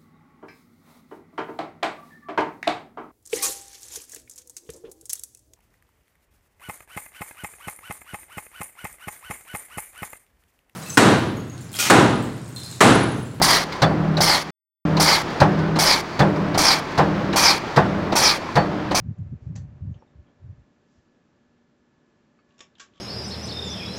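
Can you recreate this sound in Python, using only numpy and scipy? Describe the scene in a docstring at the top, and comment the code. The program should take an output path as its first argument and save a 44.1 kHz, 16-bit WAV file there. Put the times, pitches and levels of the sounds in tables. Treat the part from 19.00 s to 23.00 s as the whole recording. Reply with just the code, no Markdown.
"""A ceiling fan's draught buffets a microphone held just under the blades, in low, thumping puffs.
A hand snaps the slide switch on the housing and withdraws; the blade rush fades as the microphone backs off.
Later fingers knock the glass shade, tug the pull chain and let go: its beads tick and jingle, and its
ratchet switch clicks and rings the metal light fitting. Underneath lies a bed of faint motor hum and
the hiss of a small quiet room."""
import sys
import numpy as np
from scipy import signal
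from scipy.fft import rfft, irfft
from scipy.io import wavfile
from scipy.ndimage import uniform_filter1d, map_coordinates

SR = 44100
rng = np.random.default_rng(int(sys.argv[2]) if len(sys.argv) > 2 else 0)


def dump_mix(stems):
    """Bounce the given channels to the path in sys.argv[1] as a 16-bit WAV at rate SR."""
    frames = np.atleast_2d(stems).T  # one column per channel
    limited = np.clip(frames, -1, 1)  # hard clip at full scale
    pcm = np.round(limited * 32767).astype(np.int16)
    wavfile.write(sys.argv[1], SR, pcm)


N = 176400
T = np.arange(N) / SR
TOP_HZ = 7650

# room hiss EQ: f/Hz, level/dB
HISS_EQ = [(24, -39), (40, -15.5), (144, -7), (230, -4), (363, -9.5), (590, -15), (680, -17.5),
           (1780, -21.5), (1940, -25), (7800, -36.5)]
# motor tones: f/Hz, early level/dB, later level/dB
HUM_TONES = [(239.7, -67, -72), (361.8, -75, -81), (586, -72, -80), (743, -78.5, -94), (1720, -85.5, -81.5)]
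# fader curve of the blade rush: t/s, level/dB
RUSH_FADER = [(0, -58.5), (.9, -60), (1.25, -64.5), (1.5, -62.5), (1.75, -73.5), (2.2, -74), (4, -92.5)]
# blade rush EQ: f/Hz, level/dB
RUSH_EQ = [(60, 6), (150, 16), (600, 1), (1200, -4.5), (2400, -11.5), (4000, -27.5), (7500, -30)]
# cloth moves as the arm presses and later drops: t/s, length/s, level/dB
RUSTLE_CUES = [(.42, .06, -80), (1.9, 0.099, -79.5)]
# fingers hitting the shade: t/s, level/dB
SHADE_HITS = [(3.3886, -61), (3.398, -63.5)]
# glass shade modes: f/Hz, level/dB
SHADE_MODES = [(1250, 2.5), (1490, -6), (2200, -8.5), (2570, -10), (4520, -16)]
# tinks of the swinging chain: t/s, level/dB, f/Hz
TINK_HITS = [(0.914, -77, 6450), (.98, -76, 5630), (1.06, -75, 3730), (1.265, -75.5, 3262)]
# jingle of the released chain: t/s, length/s, level/dB
JINGLE_CUES = [(3.95, .06, -69)]
# beads tapping metal: t/s, level/dB, centre f/Hz
BEAD_HITS = [(0.1837, -69.5, 7140), (0.9431, -59.5, 3020), (3.5068, -64, 2940), (3.7536, -55, 3200),
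             (3.7852, -58, 3080), (3.936, -63, 3140), (3.958, -61, 3360), (3.9767, -59, 3200)]
# chain running through its guide: t/s, length/s, level/dB
CHAIN_RUNS = [(3.5, 0.13, -76.5), (3.953, .07, -69.5)]
# chain rasp EQ: f/Hz, level/dB
RASP_EQ = [(300, -6), (900, -21), (1130, 2), (1400, -5), (2500, -7), (4400, -11), (7500, -13.5)]
# ratchet clicks: t/s, level/dB, stroke (0 = pull, 1 = return)
RATCHET_HITS = [(3.581, -57.5, 0), (3.5912, -49.5, 0), (3.6052, -39.5, 0), (3.608, -44.5, 0),
                (3.783, -57, 1), (3.7972, -42.5, 1), (3.8005, -39, 1)]
# click EQ on the pull: f/Hz, level/dB
PULL_EQ = [(200, -26), (400, 2), (800, -6.5), (1400, -10), (2400, -1.5), (3000, -3.5), (3600, 4),
           (4100, -17), (4900, -9), (5400, 2), (6100, -9), (6600, -2), (7500, -9)]
# click EQ on the return: f/Hz, level/dB
RETURN_EQ = [(200, -8), (500, -2), (900, -6), (1600, 6.5), (2000, 1.5), (2700, 3), (3400, 7), (4500, 1),
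             (5500, 5), (8200, 3)]
# metal light fitting modes: f/Hz, level on the pull/dB, level on the return/dB
FITTING_MODES = [(1126, 6.5, 12), (1593, -11, 9.5), (1830, -1, -1), (2310, 2, 7.5), (2810, -2, 5),
                 (3320, -9, -6), (3530, 0, 1), (5100, -17, 2), (5440, 3, 5), (6640, -4, -2), (7120, -9, 4)]
# slide switch slipping, then snapping home: t/s, level/dB
SNAP_HITS = [(.5548, -50.5), (.5598, -42)]
# snap EQ: f/Hz, level/dB
SNAP_EQ = [(290, -30), (500, 2.5), (1290, -9), (1830, -3), (2390, -8.5), (3810, -8.5), (4530, -3),
           (5350, -7.5), (6100, 1), (7000, -3), (8000, -5.5)]
# ring of the snap in the housing: f/Hz, level/dB, t60/s
SNAP_MODES = [(761.6, 1.5, 0.22), (1100, 0.5, 0.18), (1815, -4.5, 0.31), (4310, -3, .17),
              (7100, -1.5, 0.11)]
# ring of a finger knock on the housing: f/Hz, level/dB, t60/s
KNOCK_MODES = [(518, 2, 0.036), (716, -10, 0.061), (870, -1, 0.043)]
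# puffs of draught: t/s, length/s, level/dB
PUFF_CUES = [(-.01, 0.04, -38.5), (.052, 0.064, -28.5), (.192, .03, -32), (.24, 0.058, -38),
             (.328, 0.013, -25.5), (.425, 0.031, -43), (.468, 0.1, -31.5), (.565, 0.083, -34.5),
             (.675, 0.097, -41), (.812, 0.045, -33.5), (.875, 0.04, -30.5), (.955, 0.02, -43.5),
             (1.16, 0.062, -47.5), (1.412, 0.026, -49), (1.448, 0.078, -40), (1.58, 0.045, -50.5),
             (1.97, 0.024, -58.5)]
# eddy EQ, ahead of the pitch bend and low-pass: f/Hz, level/dB
EDDY_EQ = [(25, -36), (45, -29), (70, -2), (100, 3), (140, 1.5), (180, -4), (240, -16.5), (500, -34),
           (8000, -86.5)]


def undb(db):
    """Decibels to gain."""
    return 10 ** (np.asarray(db) / 20)


def unit(x):
    """Scale to rms 1."""
    return x / np.sqrt(np.mean(x ** 2))


def lowpass(x, hz):
    """Zero-phase treble roll-off."""
    return signal.sosfiltfilt(signal.butter(2, hz, fs=SR, output="sos"), x)


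def noise(eq):
    """Noise of rms 1 shaped by an EQ curve of f/Hz, level/dB points."""
    hz, db = np.array(eq, float).T
    f = np.maximum(np.arange(N // 2 + 1) * SR / N, 1)
    gain = undb(np.interp(np.log(f), np.log(hz), db)) * (f < TOP_HZ + 1000)
    return unit(irfft(rfft(rng.standard_normal(N)) * gain, N))


def peak_eq(hz, width_oct):
    """EQ curve of one resonance with falling skirts."""
    f = np.geomspace(100, 9000, 90)
    return list(zip(f, -20 * np.log10(1 + (np.log2(f / hz) / width_oct) ** 2)))


def wander(rate_hz):
    """Smooth random modulator of rms 1."""
    span = int(SR / rate_hz)
    return unit(uniform_filter1d(uniform_filter1d(rng.standard_normal(N), span), span))


def decay(t, t60):
    """Envelope that falls 60 dB in t60 seconds."""
    return np.exp(-np.log(1000) * t / t60)


def swells(cues, attack_s, release_s):
    """Attack, hold and release for each cue, summed in power."""
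    power = 0
    for start, length, db in cues:
        shape = np.exp(np.minimum(T - start, 0) / attack_s - np.maximum(T - start - length, 0) / release_s)
        power += (undb(db) * shape) ** 2
    return np.sqrt(power)


def place(sound, at_s, db):
    """Drop a sound on the timeline at its level."""
    return undb(db) * np.concatenate([np.zeros(int(at_s * SR)), sound, np.zeros(N)])[:N]


def ring(modes, build_s=.009, scatter_depth=.79, scatter_hz=66):
    """A struck object rings out; the room's echoes make each mode swell and dip."""
    t = T[:SR // 2]
    knots = np.arange(scatter_hz + 2) / scatter_hz
    tone = 0
    for hz, db, t60 in modes:
        scatter = rng.standard_normal((256, 2))[:len(knots)] @ [1, 1j] / np.sqrt(2)
        echoes = 1 + scatter_depth * np.interp(t, knots, scatter)
        partial = np.exp(2j * np.pi * (hz * t + rng.random()))
        tone += undb(db) * decay(t, t60) * np.imag(echoes * partial)
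    rms = np.sqrt(sum(undb(db) ** 2 for _, db, _ in modes) / 2)
    return tone * (1 - np.exp(-t / build_s)) / rms


def click(eq, room_db, room_build_s=.0085):
    """A short dense crack and a room tail whose treble dies first."""
    t = T[:SR // 2]
    crack, tail = noise(eq)[:2 * len(t)].reshape(2, -1)
    crack_power = uniform_filter1d(np.abs(signal.hilbert(crack)) ** 2, size=48) / 2
    crack = crack / np.sqrt(crack_power) * decay(t, t60=.035)
    lows = lowpass(tail, 2200)
    room = lows * decay(t, t60=.24) + (tail - lows) * decay(t, t60=.16)
    return crack + undb(room_db) * room * (1 - np.exp(-t / room_build_s))


def room_hiss():
    """Quiet room tone, breathing slightly in level."""
    return noise(HISS_EQ) * undb(-65 + .5 * wander(2.6))


def motor_hum(shift_s=(.95, 1.48), waver=.15, drift_rad=.11):
    """Wavering motor tones whose balance shifts: most fade as the microphone backs off, while a 1720 Hz whine
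    grows louder."""
    hum = 0
    for hz, early_db, late_db in HUM_TONES:
        level = undb(np.interp(T, shift_s, [early_db, late_db])) * (1 + waver * wander(6))
        hum += level * np.sqrt(2) * np.sin(2 * np.pi * hz * T + drift_rad * wander(5.8))
    return hum


def blade_rush():
    """Air flutters off the blades, fading as the microphone backs off."""
    fader_db = np.interp(T, *np.array(RUSH_FADER).T)
    return noise(RUSH_EQ) * undb(fader_db + 1.5 * wander(23))


def cloth_rustle():
    """The moving arm brushes softly against cloth."""
    return noise(peak_eq(5200, width_oct=.83)) * swells(RUSTLE_CUES, attack_s=.031, release_s=.04)


def shade_knocks(t60=.066):
    """Fingers reaching for the chain knock the hollow glass shade."""
    modes = [(hz, db, t60) for hz, db in SHADE_MODES]
    return sum(place(ring(modes, build_s=.00036), at_s, db) for at_s, db in SHADE_HITS)


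def chain_tinks(detune=.096, t60=.22):
    """The brushed chain swings and tinks, each tink a cluster of six detuned modes."""
    tinks = 0
    for at_s, db, hz in TINK_HITS:
        cluster = [(hz * (1 + detune * offset), 0, t60) for offset in rng.random(6) - .5]
        tinks += place(ring(cluster, build_s=.0092), at_s, db)
    return tinks


def chain_jingle():
    """Once let go, the beads jingle together in a narrow, bright band."""
    return noise(peak_eq(3290, width_oct=.13)) * swells(JINGLE_CUES, attack_s=.012, release_s=.03)


def bead_ticks():
    """Single beads tick against the metal."""
    return sum(place(click(peak_eq(hz, width_oct=.18), room_db=-8.5), at_s, db) for at_s, db, hz in BEAD_HITS)


def chain_rasp():
    """The chain grates through its guide and unevenly rings the fitting's lowest mode."""
    rasp = unit(noise(RASP_EQ) * undb(4 * wander(250)))
    ring_level = undb(.5) * (1 + .5 * wander(50))
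    ringing = ring_level * np.sin(2 * np.pi * FITTING_MODES[0][0] * T + wander(40.9))
    return (rasp + ringing) * swells(CHAIN_RUNS, attack_s=.018, release_s=.021)


def pull_switch(room_db=(-8.5, -4), ring_db=(-9.5, -6), lowest_t60=.18, damping_power=.22):
    """The ratchet clicks on pull and return; each stroke's hardest snap rings the fitting."""
    eqs = (PULL_EQ, RETURN_EQ)
    lowest_hz = FITTING_MODES[0][0]
    mix = sum(place(click(eqs[stroke], room_db[stroke]), at_s, db) for at_s, db, stroke in RATCHET_HITS)
    for stroke in (0, 1):
        snap_db, snap_s = max((db, at_s) for at_s, db, which in RATCHET_HITS if which == stroke)
        modes = [(hz, levels[stroke], lowest_t60 * (lowest_hz / hz) ** damping_power)
                 for hz, *levels in FITTING_MODES]
        mix += place(ring(modes), snap_s, snap_db + ring_db[stroke])
    return mix


def slide_switch():
    """The slide switch snaps in its housing; a finger knocks it on leaving."""
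    snaps = 0
    for at_s, db in SNAP_HITS:
        housing = undb(-15) * ring(SNAP_MODES)
        snaps += place(click(SNAP_EQ, room_db=-6) + housing, at_s, db)
    return snaps + place(ring(KNOCK_MODES, build_s=.00036), at_s=1.0228, db=-47.5)


def draught(eddy_hz=139, compression=.09, bend_power=.11, unbent_db=-30.5):
    """Eddies thump the microphone in puffs, bending up in pitch as a puff grows."""
    puffs = swells(PUFF_CUES, attack_s=.0076, release_s=.012)
    eddies = signal.hilbert(noise(EDDY_EQ))
    strength = np.sqrt(uniform_filter1d(np.abs(eddies) ** 2, int(3 * SR / eddy_hz)))  # over three cycles
    rumble = unit(eddies.real / strength ** compression)
    speed = (puffs / undb(unbent_db)) ** bend_power
    thumps = puffs * map_coordinates(rumble, [np.cumsum(speed)], mode="mirror")
    return lowpass(thumps, 400)


def scene():
    """Mono mix of draught, switches, chain and handling over the bed."""
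    mix = draught() + slide_switch() + pull_switch()
    mix += bead_ticks() + chain_rasp() + chain_tinks() + chain_jingle()
    mix += shade_knocks() + cloth_rustle()
    mix += motor_hum() + blade_rush() + room_hiss()
    return mix[None]


def record(dry):
    """A steep master low-pass takes off the top end."""
    return signal.sosfilt(signal.cheby1(14, .2, TOP_HZ, fs=SR, output="sos"), dry)


dry = scene()
out = record(dry)
dump_mix(out)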